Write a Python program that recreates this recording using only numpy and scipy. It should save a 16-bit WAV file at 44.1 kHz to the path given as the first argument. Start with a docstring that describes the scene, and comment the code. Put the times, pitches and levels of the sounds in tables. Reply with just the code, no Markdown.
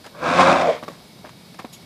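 """One long, loud snort from a horse trotting round a sandy outdoor pen.
Air rushes through its nose while the nostrils flutter; the blow whistles at its height and
turns hollow as it ends. Then hooves thud and scatter sand, and a halter buckle jingles.
A far motor hums throughout under a faint insect hiss."""
import sys
import numpy as np
from scipy import signal
from scipy.fft import rfft, irfft
from scipy.io import wavfile
from scipy.ndimage import uniform_filter1d, minimum_filter1d, map_coordinates

SR = 44100
rng = np.random.default_rng(int(sys.argv[2]) if len(sys.argv) > 2 else 0)


def master_out(mix):
    """Clip the mix to full scale and print it as 16-bit PCM to the path in sys.argv[1]."""
    frames = np.transpose(np.atleast_2d(mix))
    ceiling = np.clip(frames, -1, 1)
    pcm = np.round(ceiling * 32767).astype(np.int16)
    wavfile.write(sys.argv[1], SR, pcm)


N = 81585
T = np.arange(N) / SR


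def amp(db):
    """Decibels to gain."""
    return 10 ** (np.asarray(db) / 20)


def unit(x):
    """Scale to rms 1."""
    return x / np.sqrt(np.mean(x ** 2) + 1e-20)


def curve(rows, column=1):
    """One column, interpolated linearly in time."""
    rows = np.array(rows)
    return np.interp(T, rows[:, 0], rows[:, column])


def level(rows, column=1):
    """Gain from a dB curve, dying away beyond its ends."""
    outside_s = np.maximum(rows[0][0] - T, 0) + np.maximum(T - rows[-1][0], 0)
    return amp(curve(rows, column)) * np.exp(-outside_s / 0.013)


def colour(x, spectrum):
    """Filter by a spectrum, rms 1."""
    hz, db = np.transpose(spectrum)
    bins_hz = np.fft.rfftfreq(N, 1 / SR)
    gain = amp(np.interp(np.log(bins_hz + 1), np.log(hz), db))
    return unit(irfft(rfft(x) * gain, N))


def noise():
    """White noise."""
    return rng.standard_normal(N)


def wander(hz):
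    """Random drift up to a rate, rms 1."""
    rolloff = 1 + (np.fft.rfftfreq(N, 1 / SR) / hz) ** 4
    return unit(irfft(rfft(noise()) / rolloff, N))


def resonate(x, hz, width_hz):
    """Steep resonance whose centre may move, rms 1."""
    carrier = np.exp(2j * np.pi * np.cumsum(hz * np.ones(N)) / SR)
    pole = np.exp(-np.pi * width_hz / SR)
    baseband = signal.lfilter([1], [1, -2 * pole, pole * pole], x / carrier)
    return unit((carrier * baseband).real)


def noise_bands(bands, drive=1):
    """Sum of resonances, each fed its own noise times drive."""
    return sum(amp(db) * resonate(noise() * drive, hz, width_hz) for hz, width_hz, db in bands)


def burst(start_s, rise_s, decay_s):
    """Linear rise, exponential decay."""
    age_s = T - start_s
    return np.clip(age_s / rise_s, 0, 1) * np.exp(-np.maximum(age_s - rise_s, 0) / decay_s)


def ring(start_s, hz, decay_s):
    """Damped sine with a soft onset, envelope peak 1."""
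    age_s = np.maximum(T - start_s, 0)
    return age_s / decay_s * np.exp(1 - age_s / decay_s) * np.sin(2 * np.pi * hz * age_s)


def outdoors():
    """Steady far air, a motor hum and thin insect bands."""
    # air spectrum: freq_hz, gain_db
    air_spectrum = [(25,-30),(50,-12.5),(110,-5),(175,-1),(240,-5.5),(420,-11),(560,-12),(900,-15.5),(1500,-21.5),(2900,-21.5),(3700,-17.5),(5000,-19.5),(6500,-28),(10000,-28),(14500,-31.5)]
    # motor and insect bands: centre_hz, width_hz, level_db
    drones = [(176.3,8.7,-57.5),(2234,100,-63.5),(3800,28,-64.5),(4460,130,-66),(5000,44,-65)]
    swell = amp(0.5 * wander(hz=5))
    return amp(-46.5) * colour(noise() * swell, air_spectrum) + noise_bands(drones)


def tree_echo(x, level_db=-28, t60_s=0.6, top_hz=3500):
    """Faint, dull scatter from fence and trees."""
    tail = signal.lfilter(*signal.butter(1, top_hz, fs=SR), noise())
    tail *= np.minimum(T / 0.018, 1) * amp(-60 * T / t60_s)
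    return amp(level_db) * signal.fftconvolve(x, tail / np.linalg.norm(tail))[:N]


def buckle():
    """Small metal parts of the halter rattle together."""
    # metal modes: centre_hz, width_hz, gain_db
    modes = [(3330,1400,2),(4960,2200,0),(6740,170,0),(7640,1800,-2.5),(10300,560,-4),(11300,350,-3.5),(12810,400,-5)]
    return amp(-39) * unit(noise_bands(modes)) * burst(start_s=1.724, rise_s=0.012, decay_s=0.018)


def sand(spectrum, clump_db):
    """Clumped sand grains: noise with a fast random level."""
    return colour(noise() * amp(clump_db * wander(hz=500)), spectrum)


def scuffs():
    """Hooves scuff through sand."""
    # scuffs: start_s, level_db, rise_s, decay_s
    strokes = [(0.041,-38,0.0034,0.012),(0.053,-38.5,0.013,0.012),(0.894,-45,0.0061,0.073),(1.284,-42.5,.01,0.0084),(1.540,-40,0.005,0.0057),(1.586,-37,0.0065,0.0088)]
    # scuff spectrum: freq_hz, gain_db
    spectrum = [(100,-29),(500,1.5),(1100,0.5),(1800,-2.5),(2800,-8.5),(4500,-11.5),(7000,-17),(14000,-27.5)]
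    envelope = sum(amp(db) * burst(start_s, rise_s, decay_s) for start_s, db, rise_s, decay_s in strokes)
    return sand(spectrum, clump_db=3) * envelope


def hooves():
    """Each hoof gives a dead thud, a ground thump, a knock of horn and a spray of sand."""
    # impacts: time_s, thud_db, thud_hz, ground_db, knock_hz, knock_db, sand_db, sand_decay_s
    impacts = [(.828,-21.5,790,-31.5,1140,-32.5,-32,0.016),(0.881,-20,890,-48,1120,-32.5,-31.5,0.011),(.9,-32,400,-38,467,-41,-52,.01),(1.2445,-29.5,510,-56,603,-31.5,-46,0.022),(1.2499,-25.5,1080,-54,1584,-42,-37,0.014),(1.2703,-36,450,-50,584,-45,-50,.008),(1.5952,-22,990,-36,1000,-36.5,-31.5,0.013),(1.6464,-22.5,540,-32,716,-37,-35,0.0098)]
    # spray spectrum: freq_hz, gain_db
    spray_spectrum = [(60,-10),(200,-0.5),(550,2.5),(1150,-0.5),(1450,-4.5),(2200,-6),(2900,-13),(4000,-10.5),(6500,-24.5),(14000,-32)]
    grains = sand(spray_spectrum, clump_db=4.5)
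    out = np.zeros(N)
    for time_s, thud_db, thud_hz, ground_db, knock_hz, knock_db, sand_db, sand_decay_s in impacts:
        width_s = 0.33 / thud_hz
        offset = (T - time_s) / width_s
        out += amp(thud_db) * (2 * offset ** 2 - 1) * np.exp(-offset ** 2)
        out += amp(ground_db) * ring(time_s, hz=226, decay_s=0.0033)
        out += amp(knock_db) * ring(time_s, knock_hz, decay_s=0.004)
        out += amp(sand_db) * grains * burst(time_s, rise_s=0.0015, decay_s=sand_decay_s)
    return out


def edge_tone(hz, jitter=0.011, waver_db=1.1):
    """A whistle tone made unsteady by turbulence."""
    phase = 2 * np.pi * np.cumsum(hz * (1 + jitter * wander(hz=68))) / SR
    return unit(np.sin(phase) * amp(waver_db * wander(hz=60)))


def whistle():
    """One long edge tone in the nostril, two short falling ones at the hardest push."""
    # long tone: time_s, pitch_hz, level_db
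    tone = [(.19,574,-47),(.225,516.6,-29),(.27,481.1,-29.5),(.32,514.2,-33),(.385,531.8,-24),(.425,529.4,-24.5),(.46,534,-15.5),(.505,552.3,-19.5),(.53,577.6,-24.5),(.57,554.3,-29.5),(.65,550.2,-40)]
    # short tones: start_s, length_s, from_hz, to_hz, level_db
    squeals = [(0.371,0.101,745,682,-20),(0.373,.075,1090,1038,-18.5)]
    out = edge_tone(curve(tone)) * level(tone, column=2)
    for start_s, length_s, from_hz, to_hz, db in squeals:
        progress = np.clip((T - start_s) / length_s, 0, 1)
        out += amp(db) * np.sin(np.pi * progress) * edge_tone(from_hz + (to_hz - from_hz) * progress)
    return out


def nostril_buzz(phase, waver_db=0.5):
    """Harmonics of the fluttering nostrils, each wavering in level."""
    # harmonics: order, gain_db
    harmonics = [(1,-8),(2,0.5),(3,1.5),(4,1)]
    return unit(sum(amp(db + waver_db * wander(hz=24.7)) * np.cos(order * (phase + order * np.pi / 4))
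                    for order, db in harmonics))


def nostril_flaps():
    """Single hard flaps of the nostrils."""
    # flaps: start_s, peak_db, pitch_hz, decay_s
    flaps = [(0.3098,-15.5,270,0.0019),(.393,-1,1030,0.00065),(0.483,-12,865,0.00078),(0.527,-13,291,0.0015),(.690,-5.5,622,0.0023)]
    return sum(amp(db) * ring(start_s, hz, decay_s) for start_s, db, hz, decay_s in flaps)


def relax(x, sag=0.091, from_s=0.55, to_s=0.76):
    """The spectrum sinks as the nostrils slacken."""
    speed = 1 - sag * np.clip((T - from_s) / (to_s - from_s), 0, 1)
    return map_coordinates(x, [np.cumsum(speed)], order=3, mode="mirror")


def air_rush(flow):
    """Turbulent air through the nose: the body of the blow."""
    # rush envelope: time_s, level_db
    envelope = [(.12,-64),(.15,-44.5),(.195,-44.5),(.225,-28),(.262,-21),(.3,-20),(.352,-21),(.39,-16),(.42,-15.5),(.45,-17.5),(.495,-13.5),(.53,-18),(.56,-19.5),(.615,-23),(.665,-27),(.705,-31),(.735,-38),(.78,-39),(.82,-62)]
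    # rush spectrum before the sag: freq_hz, gain_db
    spectrum = [(40,-46),(90,-25),(160,-7.5),(320,-7),(430,-12),(560,0),(860,-5),(1060,3),(1300,-1.5),(1480,-5.5),(1640,-1.5),(1850,-22.5),(2600,-48),(6000,-68)]
    return relax(colour(noise() * flow, spectrum)) * level(envelope)


def nose_hiss(flow):
    """The air jet hisses, sounds narrow upper resonances and spurts wetly."""
    # hiss envelope: time_s, level_db
    envelope = [(.16,-57),(.21,-45),(.25,-34),(.278,-29.5),(.345,-28),(.385,-25),(.412,-20.5),(.445,-25.5),(.529,-24),(.54,-29),(.615,-29.5),(.645,-34),(.7,-32.5),(.76,-39.5),(.8,-50)]
    # hiss spectrum before the sag: freq_hz, gain_db
    spectrum = [(900,-60),(1800,-3),(2020,0),(2380,-0.5),(2600,0),(2900,-8.5),(3550,-4),(4250,-10.5),(5100,-11.5),(6500,-17),(7800,-20.5),(9500,-26),(14500,-54)]
    # upper nasal resonances before the sag: centre_hz, width_hz, gain_db
    resonances = [(2353,170,-8),(3785,200,-16)]
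    # wet spurts: start_s, level_db
    spurts = [(0.238,-36),(0.407,-24.5),(0.5263,-26.5),(0.613,-32.5)]
    hiss = unit(colour(noise() * flow, spectrum) + noise_bands(resonances, flow))
    spurt_gain = sum(amp(db) * burst(start_s, rise_s=0.0026, decay_s=0.0021) for start_s, db in spurts)
    return relax(hiss) * (level(envelope) + spurt_gain)


def nasal_hollow(flow):
    """Hollow resonances of the nose rise, then fall as the blow closes."""
    # resonance envelope: time_s, level_db
    envelope = [(.13,-59),(.16,-45),(.2,-39),(.27,-31),(.34,-27.5),(.39,-15.5),(.44,-22.5),(.53,-20),(.6,-22),(.66,-19),(.705,-16),(.73,-27),(.76,-33.5),(.795,-54)]
    # nasal resonances: base_hz, width_hz, gain_db
    resonances = [(575.5,120,-8),(715,130,-4)]
    # resonance glide: time_s, freq_ratio
    glide = [(.2,0.81),(.39,1.07),(.46,1.062),(.55,1.057),(.64,0.973),(.72,0.85)]
    # overall filter: freq_hz, gain_db
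    spectrum = [(100,-18),(450,-0.5),(760,0.5),(880,-4),(3000,-15)]
    hollow = sum(amp(db) * resonate(noise() * flow, base_hz * curve(glide), width_hz)
                 for base_hz, width_hz, db in resonances)
    hollow = colour(hollow, spectrum)
    local_rms = np.sqrt(uniform_filter1d(hollow ** 2, size=700) + 0.05)
    return unit(hollow / local_rms) * level(envelope)  # random swells evened out


def snort(jitter=0.03, chop_depth=0.097, rush_sputter_db=1.15, hiss_sputter_db=0.85):
    """Fluttering nostrils buzz and chop a turbulent air stream, which sounds the nose."""
    # nostril flutter: time_s, rate_hz, buzz_db
    flutter = [(.19,77.9,-49),(.24,80.17,-33.5),(.3,82.8,-32),(.35,85.24,-29.5),(.39,91.2,-24),(.45,88.8,-23.5),(.52,87.5,-27),(.6,89.44,-32),(.68,81.9,-34.5),(.77,70.4,-50.5)]
    rate_hz = curve(flutter) * (1 + jitter * wander(hz=60))
    phase = 2 * np.pi * np.cumsum(rate_hz) / SR
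    chop = 1 + chop_depth * np.cos(phase)
    sputter = wander(hz=220)
    buzz = nostril_buzz(phase) * level(flutter, column=2)
    rush = air_rush(chop * amp(rush_sputter_db * sputter))
    hiss = nose_hiss(chop * amp(hiss_sputter_db * sputter))
    return buzz + rush + hiss + nasal_hollow(chop) + nostril_flaps()


def scene():
    """The horse in the open pen, mono."""
    horse = snort() + whistle() + hooves() + scuffs() + buckle()
    return (horse + tree_echo(horse) + outdoors())[None]


def record(dry, low_cut_hz=59, top_hz=14750):
    """Microphone low cut, fast limiter at full scale, band limit."""
    highpassed = signal.lfilter(*signal.butter(2, low_cut_hz, "highpass", fs=SR), dry)
    gain = 1 / np.maximum(abs(highpassed), 1)
    gain = uniform_filter1d(minimum_filter1d(gain, size=131), size=131)
    lowpass = signal.firwin(1023, top_hz, window=("kaiser", 9), fs=SR)
    return signal.oaconvolve(highpassed * gain, lowpass[None], "same")


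dry = scene()
out = record(dry)
master_out(out)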